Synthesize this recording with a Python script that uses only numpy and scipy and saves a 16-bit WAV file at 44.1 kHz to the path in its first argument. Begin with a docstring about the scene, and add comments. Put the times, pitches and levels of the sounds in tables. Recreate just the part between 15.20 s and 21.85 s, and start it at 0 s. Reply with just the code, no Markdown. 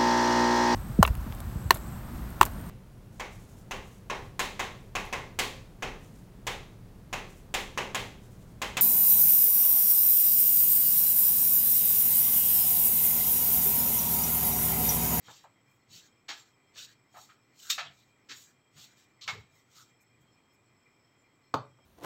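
"""A thick stew simmers in a pan in a small kitchen: tiny bubbles ping over the steady rush of the burner.
From the start to about 4.6 s, some three big bubbles a second heave the stew, puff steam and gurgle.
Until about 4.1 s blisters also pop: filtered noise with a ringing cavity. The stew slumps at 2.7 and 4.2 s.
Around 5 s a carton's spout splutters, and the stew slumps under the falling paste.
At 6.3 s the carton lands with a knock of decaying tones and a crack of noise, then bumps softly."""
import sys
import numpy as np
from scipy import signal
from scipy.fft import rfft, irfft, next_fast_len
from scipy.io import wavfile
from scipy.ndimage import uniform_filter1d, map_coordinates

SR = 44100
rng = np.random.default_rng(int(sys.argv[2]) if len(sys.argv) > 2 else 0)


def unload_wav(signal):
    """Save mono or channel-first audio to the path in sys.argv[1] as 16-bit WAV at rate SR, clipped to [-1, 1]."""
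    wavfile.write(
        sys.argv[1],
        SR,
        np.round(np.clip(np.atleast_2d(signal).T, -1, 1) * 32767).astype(np.int16),
    )


N = 293265

# Big bubbles letting out steam; gurgles() and heaves() use them too. Levels are before pan and kitchen:
# (time of the steam's peak [s], steam level [dB], swell [s], treble tilt [dB per octave],
#  heave level [dB], gurgle pitch [Hz], gurgle level [dB])
BIG_BUBBLES = [(.13, -52.5, 0.073, 1, -65.5, 1660, -77), (0.519, -72, .06, 22, -80, 1230, -78),
               (.757, -49, 0.041, 0.5, -60.5, 1440, -75), (1.184, -56.5, .045, 1.5, -85, 1450, -88),
               (1.605, -45.5, 0.035, 0, -68, 1540, -61.5), (2.019, -55, 0.062, 5.5, -68, 1290, -85),
               (2.47, -47.5, 0.071, 5, -86, 1480, -54.5), (2.799, -66.5, 0.077, 3.5, -75, 3830, -71.5),
               (3.201, -52, .07, 8.5, -69.5, 1490, -87), (3.615, -51.5, .048, 2, -62.5, 1390, -74),
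               (3.796, -63.5, 0.034, 4, -80, 1730, -72), (4.1, -58, 0.034, 10, -76, 1110, -51.5),
               (4.375, -67, 0.052, 7, -72, 2100, -81), (4.585, -56.5, 0.058, 4, -73, 1300, -60.5)]
# The carton's spout spluttering as it is squeezed: (time of the peak [s], level before pan and kitchen [dB])
SPOUT_SPLUTTERS = [(4.82, -64.5), (5.02, -70), (5.341, -69)]
FADE_S, FADE_SHARE = 0.038, 0.32  # a puff fades over this time plus a share of its swell
# The vent reopens once: delay, level against the puff, half length
AFTER_S, AFTER_DB, AFTER_LENGTH_S = 0.1, -14, 0.028
SPLUTTER_S, SPLUTTER_TILT_DB = 0.015, 22  # half length, treble tilt per octave


def puffs():
    """Steam sputters through wet vents, swelling and fading with each bubble; the carton's spout does too."""
    out = np.zeros(N)
    t = np.arange(-SR // 4, SR // 4) / SR
    for s, db, rise, tilt_db, *_ in BIG_BUBBLES:
        fall = FADE_S + FADE_SHARE * rise
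        puff = swell(t, rise, fall) * hiss(len(t), tilt_db)
        add(out, s + t[0], amp(db) * puff)
        after_puff = swell(t, AFTER_LENGTH_S, AFTER_LENGTH_S) * hiss(len(t), tilt_db)
        add(out, s + AFTER_S + t[0], amp(db + AFTER_DB) * after_puff)
    for s, db in SPOUT_SPLUTTERS:
        splutter = swell(t, SPLUTTER_S, SPLUTTER_S) * hiss(len(t), SPLUTTER_TILT_DB)
        add(out, s + t[0], amp(db) * splutter)
    sputter = churn(out, patchy_db=3)
    return kitchen(pan(sputter, level_db=-0.5), wet_db=-13.5)


# The stew slumping after the widest bursts and under the falling paste; heaves() uses them too:
# (time of the peak [s], rumble pitch [Hz], rumble level [dB], rumble half length [s],
#  gurgle pitch [Hz], gurgle level [dB])
STEW_SLUMPS = [(2.675, 128, -60.5, .055, 3230, -52.5), (4.16, 103.5, -53, 0.075, 440, -55),
               (5.021, 122, -65, 0.046, 320, -82)]
GURGLE_LAG_S, GURGLE_S = 0.02, 0.027  # lag on the steam, half length of the fall
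AFTER_GURGLE_DB, AFTER_PITCH = -20, 1.103  # level against the puff; the shrunken pocket rings higher


def gurgles():
    """After each puff, as its vent reopens, and in each slump, steam blown across a pocket sounds hollow."""
    out = np.zeros(N)
    t = np.arange(-SR // 4, SR // 4) / SR
    pockets = [(s, hz, db, GURGLE_S) for s, *_, hz, db in STEW_SLUMPS]
    for s, steam_db, *_, hz, db in BIG_BUBBLES:
        pockets.append((s + GURGLE_LAG_S, hz, db, GURGLE_S))
        pockets.append((s + AFTER_S, AFTER_PITCH * hz, steam_db + AFTER_GURGLE_DB, AFTER_LENGTH_S))
    for s, pitch_hz, db, length in pockets:
        note = turbulence(len(t), lambda hz: resonance(hz, pitch_hz, 0.22 * pitch_hz) ** 2)
        add(out, s + t[0], amp(db) * swell(t, 1.5 * length, length) * note)
    return out


# The lift: pitch, lead on the steam (share of the swell), half length
HEAVE_HZ, HEAVE_LEAD, HEAVE_S = 125, 0.6, 0.04


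def heaves():
    """Each big bubble lifts the stew just before its steam peaks; lifts and slumps make a dull rumble."""
    out = np.zeros(N)
    t = np.arange(-SR // 4, SR // 4) / SR
    lifts = [(s - HEAVE_LEAD * rise, HEAVE_HZ, db, HEAVE_S) for s, _, rise, _, db, *_ in BIG_BUBBLES]
    for s, pitch_hz, db, length, *_ in lifts + STEW_SLUMPS:
        rumble = turbulence(len(t), lambda hz: resonance(hz, pitch_hz, 0.8 * pitch_hz) ** 2)
        add(out, s + t[0], amp(db) * swell(t, length, length) * rumble)
    return out


# Blisters bursting; levels are before the trim, pan and kitchen, the cavity's is against the spray:
# (time [s], level [dB], cavity pitch [Hz], cavity level [dB],
#  spray low edge [Hz], spray high edge [Hz], time constant of the opening [s])
BLISTERS = [(0.043, -60, 3240, 2, 915, 4000, 0.031), (0.0817, -46, 890, -1.5, 130, 1340, .0012),
            (.238, -54, 890, -1, 570, 1150, .008), (1.082, -34, 310, -20.5, 760, 4950, 0.0075),
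            (1.553, -52, 520, -11, 1120, 4500, .0085), (1.939, -53.5, 750, 2, 676, 1700, .012),
            (1.968, -54.5, 843, 0.5, 690, 1370, 0.006), (2.088, -59, 1310, -1, 1000, 2970, 0.0045),
            (2.495, -38, 3700, 0, 3000, 9000, .002), (2.4994, -19.5, 3735, -6, 2200, 11000, .0008),
            (2.578, -30.3, 695, -7.5, 1010, 3400, .0025), (3.087, -42, 310, -15, 1370, 5130, 0.018),
            (3.563, -56, 700, -12, 1000, 4480, 0.011), (4.01, -45.5, 4140, -3, 3000, 4750, .011),
            (4.0769, -30.5, 2183, -1.5, 710, 4000, .001)]
# The mouth's note against the cavity's; smaller cavities sound it less
MOUTH_HZ, MOUTH_DB, MOUTH_DB_PER_OCTAVE = 1220, -5.5, -6.5
# Spray reaching up to this high edge takes longest to fall 60 dB;
# fine mist and thick plops die sooner, by this power
POP_T60_S, POP_REF_HZ, POP_DAMPING = 0.28, 3900, 0.45
# The first jet lasts this long, ends about this fast, and the level drops by this much
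SPRAY_S, SPRAY_END_S, SPRAY_DROP_DB = 0.037, 0.003, 3


def pops():
    """A blister tears open: a spit of spray rattles round the pan while its cavity and mouth ring."""
    out = np.zeros(N)
    t = np.arange(SR // 2) / SR
    jet = amp(-SPRAY_DROP_DB * (1 + np.tanh((t - SPRAY_S) / SPRAY_END_S)) / 2)
    for s, db, cavity_hz, cavity_db, low_hz, high_hz, opening in BLISTERS:
        def band(hz):
            low_edge = 0.016 + 1 / np.sqrt(1 + (low_hz / (hz + 1)) ** 8)
            return low_edge / np.sqrt(1 + (hz / high_hz) ** 5)

        spit = turbulence(len(t), band, grain_db=2.0)
        octaves_above = np.log2(max(cavity_hz / MOUTH_HZ, 1))
        mouth_db = cavity_db + MOUTH_DB + MOUTH_DB_PER_OCTAVE * octaves_above
        for note_hz, note_db in ((cavity_hz, cavity_db), (MOUTH_HZ, mouth_db)):
            width_hz = 160 + 0.021 * note_hz
            note = turbulence(len(t), lambda hz: resonance(hz, note_hz, width_hz) ** 2)
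            spit = spit + amp(note_db) * note
        t60 = POP_T60_S * min(POP_REF_HZ / high_hz, high_hz / POP_REF_HZ) ** POP_DAMPING
        burst = (1 - np.exp(-t / opening)) * amp(-60 * t / t60)
        envelope = jet * spurts(len(t)) * burst / burst.max()
        add(out, s, kitchen(amp(db - 1.5) * envelope * spit, wet_db=-11.0))
    return pan(out, level_db=-2.0)


# The carton landing and settling, before the trim and kitchen:
# (time [s], level [dB], crack level against it [dB], softness of the contact [s])
CARTON_KNOCKS = [(6.3397, -11.5, -12.5, 0.0013), (6.585, -45, -33, 0.0055)]
# Ringing tones of carton and worktop: (pitch [Hz], level [dB], time to fall 60 dB [s])
WORKTOP_TONES = [(129.3, -19.5, 0.21), (145, -18.5, 0.1), (256, -11, 0.04), (283, -22.5, 0.07),
                 (420, -10, 0.053), (561, -12.5, 0.1), (642, -18.5, 0.12), (808, 1, 0.016),
                 (881, -4, 0.043), (1089, 10, 0.012), (1173, -4, 0.032), (1420, -1.5, 0.019)]
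# Colour of the crack: (frequency [Hz], relative level [dB])
CRACK_COLOUR = [(100, 21), (1400, -22), (2000, 2), (2700, 4.5), (4300, 5), (6000, -3.5), (16000, -12)]


def carton():
    """The carton hits the worktop: a brief crack and a hollow ringing knock, then a soft settling bump."""
    out = np.zeros(N)
    t = np.arange(SR // 2) / SR
    ring = sum(amp(level - 60 * t / t60) * np.sin(2 * np.pi * hz * t) for hz, level, t60 in WORKTOP_TONES)
    for s, db, crack_db, softness in CARTON_KNOCKS:
        crack_noise = turbulence(len(t), lambda hz: amp(along(CRACK_COLOUR, hz)))
        crack = amp(crack_db - 60 * t / 0.03) * crack_noise
        contact = amp(db) * (1 - np.exp(-(t / softness) ** 2))
        add(out, s, kitchen(0.73 * contact * ring, wet_db=-7.0) + kitchen(contact * crack, wet_db=-8.5))
    # the knock keeps almost no deep bass below about 90 Hz
    return signal.sosfilt(signal.butter(4, 92, "highpass", fs=SR, output="sos"), out)


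def simmer(count=70, level_db=-78, pitch_hz=2300, cycles=40):
    """Tiny bubbles burst all the time, each a short, slightly rising ping."""
    out = np.zeros(N)
    t = np.arange(SR // 10) / SR
    times = rng.uniform(0, N / SR, count)
    for when, (pitch, size) in zip(times, rng.standard_normal((count, 2))):
        hz = min(pitch_hz * np.exp(0.6 * pitch), SR / 4)
        age = t * hz / cycles  # at age 1 the ping is 30 dB down
        tone = np.sin(2 * np.pi * hz * t * (1 + 0.027 * np.minimum(age, 1)))
        ping = tone * amp(-30 * age) * (1 - np.exp(-20 * age))
        add(out, when, amp(level_db + 3.7 * min(size, 1)) * ping)
    return kitchen(out, wet_db=6)


# Colour of the burner's rush: (frequency [Hz], relative level [dB])
FLAME_COLOUR = [(25, -21), (60, -13), (78, -11.5), (120, 2.5), (160, -6), (300, -5), (600, -13),
                (1250, -12.5), (1600, -18), (2300, -20.5), (2800, -22.5), (6300, -30.5), (10000, -27.5),
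                (15500, -32.5)]
# Narrow resonances singing in the hiss:
# (pitch [Hz], width before widening [Hz], level [dB], depth of the flaring [dB])
FLAME_WHISTLES = [(2042, 270, -77, 3), (2383, 93, -77.5, 3), (3220, 55, -82.5, 3), (4250, 76, -91.5, 6),
                  (5280, 90, -83.5, 4), (5530, 110, -93.5, 4.5), (7240, 74, -91.5, 9.5),
                  (7770, 200, -78.5, 1)]


def burner():
    """The flame rumbles and hisses as coloured noise; thin whistles flare and fade in it."""
    rush_gain = amp(-68.0 + 0.53 * wobble(4.3, N))
    rush = rush_gain * turbulence(N, lambda hz: amp(along(FLAME_COLOUR, hz)))
    for centre_hz, width_hz, db, flare_db in FLAME_WHISTLES:
        whistle = turbulence(N, lambda hz: resonance(hz, centre_hz, 1.19 * width_hz) ** 2)
        rush = rush + amp(db) * unit(amp(flare_db * wobble(21, N)) * whistle)
    return rush


# Colour of escaping steam: (frequency [Hz], relative level [dB])
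STEAM_COLOUR = [(100, -15), (500, -26.5), (1000, -31), (2100, -7), (2900, 3.5), (4000, 4), (5200, 0),
                (7000, 1), (16000, -7.5)]


def hiss(n, tilt_db):
    """Gas forced through a wet opening; a narrower one tilts it towards the treble."""
    def colour(hz):
        octaves = np.clip(np.log2((hz + 1) / 4500), -1, 1)
        return amp(along(STEAM_COLOUR, hz) + tilt_db * octaves)

    return spurts(n) * turbulence(n, colour, grain_db=2.0)


SPUTTER_DB, SPUTTER_RATE = 1.5, 57.1  # depth, random curve points a second


def spurts(n):
    """The uneven gain of spray and steam flowing through thick sauce."""
    return amp(SPUTTER_DB * wobble(SPUTTER_RATE, n))


def churn(x, patchy_db):
    """The wet openings keep changing shape, so patches of the spectrum come and go."""
    z = signal.stft(x, nperseg=1024)[2]
    field = uniform_filter1d(rng.standard_normal(z.shape), size=5, axis=0)
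    field = uniform_filter1d(field, size=4, axis=1)
    gain = amp(patchy_db * unit(field))
    return signal.istft(z * unit(gain), nperseg=1024)[1][:len(x)]


# Resonances of the pan's air and metal: (pitch [Hz], width [Hz], level against the direct sound [dB])
PAN_RESONANCES = [(817, 44, -8), (1310, 110, -5.5), (1723, 97, -4.5), (2000, 27, -8), (2615, 40, -4),
                  (3200, 41, -1.5), (3650, 18, 2.5), (3910, 54, 3), (4427, 88, 0), (5550, 160, -1.5),
                  (6660, 110, -4), (6720, 18.6, 3.5), (6910, 18, 7), (7390, 11, 11)]


def pan(x, level_db):
    """The direct sound plus the ringing of the pan around it."""
    def ring(hz):
        return sum(amp(db) * resonance(hz, centre, width) for centre, width, db in PAN_RESONANCES)

    return filtered(x, lambda hz: amp(level_db) * (1 + ring(hz)))


# Echo of the close walls: (frequency [Hz], time to fall 60 dB [s])
KITCHEN_DECAY = [(100, 0.46), (300, 0.27), (1000, 0.23), (4000, 0.24), (8000, 0.15), (15000, 0.12)]


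def kitchen(x, wet_db):
    """x with the answer of the close walls; each frequency dies at its own speed."""
    hz, t, z = signal.stft(rng.standard_normal(SR // 2), SR, nperseg=256)
    decay = amp(-60 * t / along(KITCHEN_DECAY, hz)[:, None])
    tail = signal.istft(z * decay, SR, nperseg=256)[1]
    tail = np.pad(tail / np.linalg.norm(tail), (SR // 250, 0))  # the walls answer 4 ms late
    return x + amp(wet_db) * signal.fftconvolve(x, tail)[:len(x)]


def amp(db):
    """Decibels as a plain gain."""
    return 10 ** (np.asarray(db) / 20)


def unit(x):
    """x at rms 1."""
    return x / np.sqrt(np.mean(x ** 2) + 1e-20)


def along(points, hz):
    """Read (frequency [Hz], value) points at any frequency, on a log axis."""
    f, v = np.transpose(points)
    return np.interp(np.log(hz + 1), np.log(f + 1), v)


def filtered(x, response):
    """x times a response of frequency."""
    m = next_fast_len(len(x) + SR // 4)
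    return irfft(rfft(x, m) * response(np.fft.rfftfreq(m, 1 / SR)), m)[:len(x)]


def resonance(hz, centre_hz, width_hz):
    """Complex response of one damped resonator."""
    return 1j * hz * width_hz / (centre_hz ** 2 - hz ** 2 + 1j * hz * width_hz)


def wobble(rate, n):
    """A smooth random curve of n samples through `rate` random points a second."""
    points = rng.standard_normal(int(n * rate / SR) + 4)
    return map_coordinates(points, [np.arange(n) * rate / SR])


def turbulence(n, response, grain_db=0):
    """Coloured noise of rms 1; droplets can break it into grains under a millisecond long."""
    flow = rng.standard_normal(n)
    if grain_db:
        flow = flow * amp(grain_db * wobble(1500, n))
    return unit(filtered(flow, response))


def swell(t, rise, fall, roundness=2.12):
    """A rounded hump at t = 0 whose skirts steepen as they fall."""
    u = t / np.where(t < 0, rise, fall)
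    return np.exp(-0.85 * np.abs(u) ** roundness)


def add(track, s, sound):
    """Mix a sound into the track from time s, cutting what sticks out at either end."""
    start = round(s * SR)
    part = sound[max(-start, 0):len(track) - start]
    track[max(start, 0):][:len(part)] += part


def scene():
    """All the sources mixed into one channel."""
    stew = puffs() + gurgles() + heaves() + pops() + simmer()
    return (stew + carton() + burner())[None]


# Colour of the microphone: (frequency [Hz], level [dB])
MIC_COLOUR = [(6800, -1), (7900, -3), (9200, -18), (11500, -16.5), (13000, -5), (15500, -6)]
TOP_HZ = 15800  # band limit


def record(dry):
    """The microphone has a hollow around 10 kHz and keeps nothing above its band limit."""
    return filtered(dry[0], lambda hz: amp(along(MIC_COLOUR, hz)) * (hz < TOP_HZ))[None]


dry = scene()
out = record(dry)
unload_wav(out)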